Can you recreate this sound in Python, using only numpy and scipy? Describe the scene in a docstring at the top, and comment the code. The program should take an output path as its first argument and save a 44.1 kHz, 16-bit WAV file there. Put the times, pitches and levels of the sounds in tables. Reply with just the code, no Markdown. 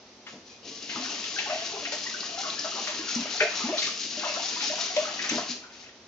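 """A tap in a small, hard kitchen, a couple of metres from two close microphones on the worktop.
Over the room's hush the lever knocks, the valve squeaks and an aerated stream starts to fizz, a little
to the left. From about 1 s hands are rinsed in it: the jet breaks into drops, air pockets gulp between
the palms, wet skin squelches and shed water drums on the sink. Near 5.6 s the tap is shut, and the
last splashes die away in the room."""
import sys
import numpy as np
from scipy import signal
from scipy.fft import rfft, irfft, next_fast_len
from scipy.io import wavfile

SR = 44100
rng = np.random.default_rng(int(sys.argv[2]) if len(sys.argv) > 2 else 0)


def dump(signal):
    """Clip the signal to [-1, 1] and save it as 16-bit WAV at the path in sys.argv[1]."""
    limited = np.clip(np.atleast_2d(signal).T, -1, 1)
    pcm = np.round(limited * 32767).astype(np.int16)
    wavfile.write(sys.argv[1], SR, pcm)


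N = 267901
TIME = np.arange(N) / SR


def undb(db):
    """Decibels to gain."""
    return 10 ** (np.asarray(db) / 20)


def unit(x):
    """Scale to rms 1."""
    return x / np.sqrt(np.mean(x ** 2))


def curve(rows):
    """Gain over time from (time [s], level [dB]) rows; silent outside them."""
    return undb(np.interp(TIME, *np.transpose(rows), left=-np.inf, right=-np.inf))


def swells(rows, attack, release):
    """Gain from (time [s], level [dB], hold [s]) rows: each rises, holds and dies away."""
    power = np.zeros(N)
    for s, db, hold in rows:
        age = TIME - s
        fade = np.exp(-np.maximum(age - hold, 0) / release)
        power += (undb(db) * np.clip(age / attack, 0, 1) * fade) ** 2
    return np.sqrt(power)


def add(track, s, sound):
    """Mix a sound into a track at time s."""
    start = max(int(s * SR), 0)
    track[start:start + len(sound)] += sound[:N - start]


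def shape(x, response):
    """Filter by a function of frequency."""
    size = next_fast_len(x.shape[-1] + 8192, True)
    hz = np.maximum(np.fft.rfftfreq(size, 1 / SR), 1)
    return irfft(rfft(x, size) * response(hz), size)[..., :x.shape[-1]]


def colour(x, points):
    """Filter by (frequency [Hz], gain [dB]) points."""
    hz, db = np.transpose(points)
    return shape(x, lambda f: undb(np.interp(np.log(f), np.log(hz), db)))


def resonate(x, modes):
    """Ring a body's (frequency [Hz], width [Hz], gain [dB]) modes, alternating in sign."""
    return shape(x, lambda f: sum((-1) ** k * undb(db) / (1 + 1j * (f * f - hz * hz) / (f * width))
                                  for k, (hz, width, db) in enumerate(modes)))


def walk(rate):
    """Smooth random wandering with a spread near 1."""
    knots = rng.standard_normal(4096)
    return np.interp(TIME * rate, np.arange(len(knots)), knots)


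def patter(rate, spread_db):
    """Random impacts, rate a second, many small and a few large."""
    hit = rng.random(N) < rate / SR
    return hit * rng.choice([-1, 1], N) * undb(spread_db * np.minimum(rng.standard_normal(N), 2.6))


def spurts(rate, decay, depth):
    """Lumps of water arrive at random: each lifts the level at once and fades."""
    lumps = (rng.random(N) < rate / SR) * rng.uniform(1.0, 1.1, N)
    return unit(1 + depth * signal.lfilter([1], [1, -np.exp(-1 / (decay * SR))], lumps))


def churn(rate, depth=0.59):
    """Wandering strength and phase of an unsteady tone, as a complex gain."""
    stirred = 1 + depth * (walk(rate) + 1j * walk(rate))
    return stirred / np.sqrt(np.abs(stirred))


def bubble(hz, cycles, glide):
    """A freed bubble rings out and rises in pitch as it nears the surface."""
    age = np.arange(int(4 * cycles / hz * SR) + 2) * hz / (SR * cycles)  # in decay times
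    return np.exp(-age) * np.sin(2 * np.pi * cycles * (age + glide * age ** 2 / 2))


def burst(db, hz, octaves, decay, rise=0.0024):
    """Noise in one band that swells quickly and dies."""
    t = TIME[:SR // 3]
    noise = rng.standard_normal(len(t))
    band = unit(shape(noise, lambda f: 1 / (1 + (0.99 * np.log2(f / hz) / octaves) ** 4)))
    swell = (1 - np.exp(-(t / rise) ** 2)) * np.exp(-t / decay)
    return undb(db) * band * swell / swell.max()


def microphones(mid, side, apart_hz=1250):
    """Diffuse sound at the close pair: alike in the bass, unrelated in the treble."""
    side = shape(side, lambda f: 1 / (1 + (apart_hz / f) ** 1.5))
    return np.array([mid + side, mid - side])


def room(x, wet_db, left_db, lag_ms, t60_s=0.43, wander_hz=6):
    """Sound reaches the left microphone first; echoes off tiles and cupboards shift as the water moves."""
    t = TIME[:SR // 2]
    shares = np.array([walk(wander_hz) for _ in range(4)])
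    echoes = 0
    for share in shares / np.linalg.norm(shares, axis=0):
        tail = rng.standard_normal((2, len(t))) * undb(-60 * t / t60_s) * (1 - np.exp(-t / 0.0016))
        tail /= np.linalg.norm(tail, axis=1, keepdims=True)
        echoes = echoes + signal.fftconvolve((x * share)[None], microphones(*tail), axes=1)[:, :N]
    late = shape(x, lambda f: np.exp(-2j * np.pi * f * lag_ms / 1000))
    direct = np.array([x, late]) * undb(np.array([[1], [-1]]) * left_db / 2)
    return (direct + undb(wet_db) * echoes) / np.sqrt(1 + undb(2 * wet_db))


# room tone at the worktop (frequency [Hz], gain [dB])
HUSH_COLOUR = [(15, -45), (25, -23.5), (102, -7), (173, -15), (225, 1.5), (306, -8), (371, -2.5),
               (418, -7.5), (556, -6), (1480, -16), (6050, -14.5), (7500, -32.5), (9750, -67.5),
               (16500, -120)]
def room_tone(level_db=-52):
    """The kitchen's steady hush, all around the microphones."""
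    hush = colour(microphones(*rng.standard_normal((2, N))), HUSH_COLOUR)
    return unit(hush) * undb(level_db)


# strength of the stream: half open, full on the hands, shut (time [s], level [dB])
FLOW = [(.63, -57), (.665, -42.5), (.88, -41.5), (.9, -36), (1.4, -35), (1.75, -38.5), (2.9, -36),
        (3.72, -40), (4.15, -34.5), (4.7, -33.5), (5.2, -37), (5.52, -39), (5.66, -82)]
def with_flow(db, law, full_db=-37):
    """Gain that is db at a flow of full_db and moves by law dB per dB of flow."""
    return undb(db) * (curve(FLOW) / undb(full_db)) ** law


# modes of the basin (frequency [Hz], width [Hz], gain [dB])
SINK_MODES = [(222.5, 54, -2.5), (292.8, 15, 3.5), (325.4, 15, 1.5), (394.5, 14, 2.5), (449.7, 33.5, -1.5),
              (602.8, 11, 1.5), (680, 45, -7.5), (741, 9.7, -12.5), (973, 32, -11), (1148, 9.3, 0),
              (1320, 22, -9), (1766, 8.3, 0.5), (1865, 66, -4), (2177, 30, -6), (2130, 66, -3.5),
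              (2276, 11, 1), (2395, 45, -4), (2530, 20, -3.5), (2612, 53, -1)]
def sink(x):
    """The steel basin rings in its modes."""
    return resonate(x, SINK_MODES)


# a soft mass of water moves the low modes most (frequency [Hz], gain [dB])
SOFT_CONTACT = [(600, 3), (1100, 1), (2000, -20.5), (4000, -41.5)]
def drumming():
    """The stream drums steadily on the basin."""
    ring = sink(patter(rate=500, spread_db=4.5))
    return unit(colour(ring, SOFT_CONTACT)) * with_flow(-49, law=0.24)


# slabs of water falling on the sink (time [s], peak level [dB], length [s])
THUDS = [(0.327, -37, 0.062), (0.951, -34.5, 0.056), (3.403, -40, 0.055), (3.842, -36, 0.035),
         (5.309, -25, 0.065)]
def thuds():
    """A soft, wide contact moves only the lowest modes and the floor between them."""
    out = np.zeros(N)
    t = TIME[:SR // 2]
    dull = [(35, -24.5), (130, -2.5), (280, -3.5), (450, -8.0), (900, -7), (3000, -58)]
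    for s, db, length in THUDS:
        push = rng.standard_normal(len(t)) * np.exp(-(t / length) ** 2)
        thump = colour(sink(push) + 0.091 * push, dull)
        add(out, s, undb(db) * thump / np.abs(thump).max())
    return out


# knock at the tap (time [s], level [dB], centre [Hz], width [octaves], decay [s])
LEVER_KNOCK = [(.264, -40, 1900, 1.06, 0.026)]
def lever():
    """The lever knocks as the tap opens, ahead of the stream."""
    out = np.zeros(N)
    for s, *knock in LEVER_KNOCK:
        add(out, s, burst(*knock))
    return out


def squeak(hz=2460, start_s=.485, db=-49, hold_s=0.043):
    """The valve's seal squeaks as it opens."""
    tone = np.imag(churn(rate=280, depth=0.75) * np.exp(2j * np.pi * hz * TIME))
    return tone * swells([(start_s, db, hold_s)], attack=.035, release=0.017)


# resonances of the spout (frequency [Hz], width [Hz], gain [dB])
SPOUT_MODES = [(2850, 230, 12), (4560, 720, 1.5), (5460, 760, -1.5)]
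def spout(unrest_db=2):
    """Turbulence in the open valve rings the spout."""
    rush = resonate(rng.standard_normal(N), SPOUT_MODES)
    return unit(rush) * undb(unrest_db * walk(25)) * with_flow(-46, law=0.55)


# hard single drops (time [s], relative level [dB], pitch [Hz])
DROPS = [(1.921, -26, 4500), (2.205, -20.5, 4540), (2.501, -18.5, 3950), (2.592, -15, 5370),
         (3.1506, -16, 5690), (3.377, -20.5, 4380), (4.809, -19, 5360), (5.2928, -13.5, 6120)]
def drops(spatter_db=-7.5):
    """A hard drop ticks with one tiny bubble and throws a little spatter."""
    out = np.zeros(N)
    for s, db, hz in DROPS:
        add(out, s, undb(db) * bubble(hz, cycles=9.4, glide=0.0057))
        add(out, s, burst(db + spatter_db, hz, octaves=0.21, decay=0.0039, rise=0.0017))
    return out


# bubbles that stand out at the hands (time [s], level [dB], pitch [Hz])
PLINKS = [(1.362, -21, 1563), (2.064, -20, 1876), (2.1393, -22.5, 1493), (2.449, -24, 1108),
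          (2.5798, -25, 1685), (2.7183, -27, 1240), (3.08, -25, 1380), (3.6185, -24.5, 1205),
          (3.8729, -25, 1186), (4.252, -31, 950), (5.0517, -20, 1280), (5.637, -32, 1450)]
def plinks(count=5, scatter_octaves=.09, gap_s=.007, fade_db=-5.0):
    """A larger bubble breaks into a short run of weaker ones of about the same size."""
    out = np.zeros(N)
    for (s, db, hz), chance in zip(PLINKS, rng.standard_normal((len(PLINKS), count, 2))):
        for k, (detune, late) in enumerate(chance):
            ring = bubble(hz * 2 ** (scatter_octaves * detune * np.sqrt(k)), cycles=8.6, glide=0.019)
            onset = 1 - np.exp(-TIME[:len(ring)] / 0.0028)
            add(out, s + k * gap_s * (1 + .2 * late), undb(db + k * fade_db) * ring * onset)
    return out


# air pockets between the palms (time [s], relative level [dB], pitch [Hz], length [s], rise [octaves])
GULPS = [(0.963, -33, 245.8, 0.12, 0.23), (1.49, -29, 617, 0.14, 0.13), (1.508, -29.5, 694, 0.053, 0.3),
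         (1.732, -36, 406, 0.088, 0.2), (1.822, -31, 580, 0.019, 0.16), (1.919, -33, 580, 0.044, .09),
         (2.373, -34.5, 776, 0.073, .06), (2.476, -31.5, 622, 0.017, 0.15), (2.641, -30, 640, 0.061, .13),
         (2.88, -35, 610, .07, 0.14), (2.989, -32.5, 289, 0.037, .6), (3.158, -22.5, 238, 0.09, 0),
         (3.253, -21, 618, 0.0097, 0), (3.406, -24, 431, 0.061, 0.03), (3.408, -22, 606.5, 0.073, 0.3),
         (3.635, -26.5, 227, 0.05, 0.63), (3.683, -24.5, 284, .045, 0.9), (3.684, -28, 653, .023, 0.3),
         (3.724, -19, 616, 0.039, .07), (4.169, -33.5, 600, .03, 0.02), (4.245, -32.5, 614.5, 0.15, 0.01),
         (4.365, -26.5, 627, 0.027, 0), (4.697, -26, 615, 0.051, .1), (4.963, -17.5, 605, 0.046, 0.016),
         (5.007, -26.5, 621, .058, .07), (5.316, -27.5, 284.6, 0.036, 0), (5.377, -23, 614, 0.017, 0.33),
         (5.489, -33.5, 242, 0.045, 0)]
def gulps(onset_s=0.0046, ring_db=-13, ring_delay_s=0.00421):
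    """Air trapped in the palms throbs while water feeds it, then collapses; the basin rings on."""
    out = np.zeros(N)
    t = TIME[:SR // 3]
    slow, fast = churn(rate=120), churn(rate=150)
    for s, db, hz, length, rise in GULPS:
        here = slice(int(s * SR), int(s * SR) + len(t))
        pitch = hz * 2 ** (rise * np.minimum(t / length, 1.2) ** 2)
        swell = (1 - np.exp(-(t / onset_s) ** 2)) * np.exp(-(t / length) ** 3 * 2)
        unrest = (slow if hz < 500 else fast)[here]  # big pockets change shape more slowly
        add(out, s, undb(db) * swell * np.imag(unrest * np.exp(2j * np.pi * np.cumsum(pitch) / SR)))
    # small sources couple poorly to the lowest modes
    ring = colour(sink(out), [(230, -3.0), (600, 12)])
    return out + undb(ring_db) * np.roll(ring, int(ring_delay_s * SR))


# squirts and slaps, and one knock of the lever at 5.29 s (time [s], level [dB], centre [Hz], width [octaves],
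# decay [s])
SLAPS = [(.891, -36, 2350, .6, 0.056), (.957, -33, 1110, 0.35, .014), (1.238, -32, 3300, .8, 0.01),
         (1.385, -23.5, 2640, 0.59, 0.01), (1.502, -32, 1900, 0.63, .009), (1.85, -28.5, 2090, 0.62, 0.01),
         (1.918, -32.5, 1280, 2.1, .03), (2.225, -40, 1080, .9, 0.026), (2.43, -37, 1260, 0.22, 0.042),
         (2.643, -36.5, 1130, 0.64, 0.029), (2.755, -35, 900, 0.74, .05), (2.868, -31.5, 1870, 1.4, 0.043),
         (3.402, -16, 1925, 0.53, 0.013), (3.78, -23, 4100, 0.35, 0.014), (3.817, -29, 2900, 0.99, 0.056),
         (4.232, -30.5, 940, 0.64, 0.017), (4.36, -34, 1115, 0.5, 0.01), (4.6, -32, 2740, 0.97, 0.072),
         (4.78, -35.5, 1000, .7, .025), (4.962, -25, 3150, 0.77, .012), (5.19, -27.5, 2180, 0.5, 0.014),
         (5.235, -34, 1690, 0.68, 0.07), (5.291, -27, 2400, 0.86, 0.013), (5.378, -30.5, 1150, 0.61, 0.014)]
def slaps():
    """Water squirts from the hands in short bursts; near 5.29 s the tap lever knocks on the steel."""
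    out = np.zeros(N)
    for s, *squirt in SLAPS:
        add(out, s, burst(*squirt))
    return out


# how hard the hands churn the water (time [s], relative level [dB])
RINSING = [(0.8, -58.5), (1.07, -41), (1.33, -51), (1.5, -38.5), (1.8, -47), (2.2, -50.5), (2.47, -44.5),
           (2.65, -54), (3.12, -41.5), (3.75, -40), (4.07, -59.5), (4.24, -37), (4.42, -42), (5.35, -43.5),
           (5.55, -56), (5.9, -53.5)]
# spectrum of the splashing (frequency [Hz], gain [dB])
SPLASH_COLOUR = [(250, -13.5), (480, -8.5), (650, -9.5), (850, -8.5), (1300, -2), (1900, -1.5), (2500, 5),
                 (3500, 2.5), (6000, -8)]
def splashes(count=4200):
    """Water torn up by the fingers: spatter and short bubbles of all sizes."""
    bubbles = np.zeros(N)
    for when, pitch, life, strength in rng.random((count, 4)):
        gain = undb(-2.8 * np.log(max(1 - strength, .03)))
        add(bubbles, when * N / SR, gain * bubble(550 * 7 ** pitch, 3 + 8 * life, glide=0.05))
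    spatter = patter(rate=1500, spread_db=1.0)
    water = unit(colour(bubbles, SPLASH_COLOUR)) + undb(-8.5) * unit(colour(spatter, SPLASH_COLOUR))
    return unit(water) * spurts(rate=24, decay=0.0058, depth=0.19) * curve(RINSING)


def gurgles(count=420, onset_s=.003, spread_db=14):
    """Mid-sized bubbles swell and burst in the film of water on the skin."""
    out = np.zeros(N)
    for when, pitch, strength in rng.random((count, 3)):
        ring = bubble(650 * 3 ** pitch, cycles=8, glide=0.03)
        onset = 1 - np.exp(-(TIME[:len(ring)] / onset_s) ** 2)
        add(out, when * N / SR, undb(spread_db * strength) * ring * onset)
    return unit(out) * curve(RINSING)


# spectrum of the jet, a couple of metres off (frequency [Hz], gain [dB])
FIZZ_COLOUR = [(200, -51), (800, -33), (1600, -12.5), (2300, -7), (2900, -6), (3300, -2), (4300, 1),
               (5400, 1.5), (6400, -0.5), (7000, -5), (7600, -25.5)]
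# a hand fans the jet into spray (time [s], relative level [dB], hold [s])
SPRAYS = [(1.105, -43, 0.05), (1.912, -35, .03), (2.198, -37, 0.012), (2.38, -40, .13), (3.07, -32, 0.077),
          (3.292, -35.5, 0.14), (3.54, -30, 0.089), (3.768, -31.5, 0.078), (3.99, -33, 0.061),
          (4.42, -31.5, 0.041), (4.61, -29.5, 0.024), (4.8, -37.5, .05), (5.285, -34.5, 0.092),
          (5.482, -30, 0.017)]
# the barely open valve hisses as the lever moves (time [s], relative level [dB], hold [s])
SEEPS = [(.26, -51.5, 0.07), (.45, -49, 0.07), (5.71, -50.5, .11)]
def stream():
    """Tiny bubbles of the aerated jet burst all the time; larger droplets tick among them."""
    fizz = unit(colour(patter(rate=9000, spread_db=5.5), FIZZ_COLOUR))
    droplets = unit(colour(patter(rate=390, spread_db=3.0), FIZZ_COLOUR))
    fanned = swells(SPRAYS, attack=0.01, release=0.034)
    seeping = swells(SEEPS, attack=0.023, release=0.042)
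    strength = np.sqrt(curve(FLOW) ** 2 + fanned ** 2 + seeping ** 2)
    return unit(fizz + undb(-8.0) * droplets) * spurts(rate=33, decay=0.015, depth=0.51) * strength


def scene():
    """From the worktop: the tap furthest left, then the hands, the basin nearly in the centre."""
    impacts = undb(-1.0) * splashes() + undb(-4) * gurgles() + lever() + slaps()
    jet = undb(-0.78) * stream() + spout() + squeak() + undb(-3.0) * drops()
    tap = room(jet, wet_db=-4, left_db=7.0, lag_ms=0.022)
    # the splashing also sets the upper modes of the basin ringing
    steel = colour(sink(impacts), [(300, -10.5), (600, 4.5), (1000, -6.0), (2500, 1.5)])
    hands = room(impacts + steel + plinks(), wet_db=-2.5, left_db=5, lag_ms=0.12)
    basin = room(undb(-2.5) * gulps() + drumming() + thuds(), wet_db=-8.5, left_db=1.5, lag_ms=0.087)
    return tap + hands + basin + room_tone()


def record(dry):
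    """The camera on the worktop drops the deepest bass and cuts the top steeply."""
    thin = signal.sosfilt(signal.butter(2, 32, "high", fs=SR, output="sos"), dry)
    return signal.sosfilt(signal.ellip(10, .2, 80, 7500, fs=SR, output="sos"), thin)


dry = scene()
out = record(dry)
dump(out)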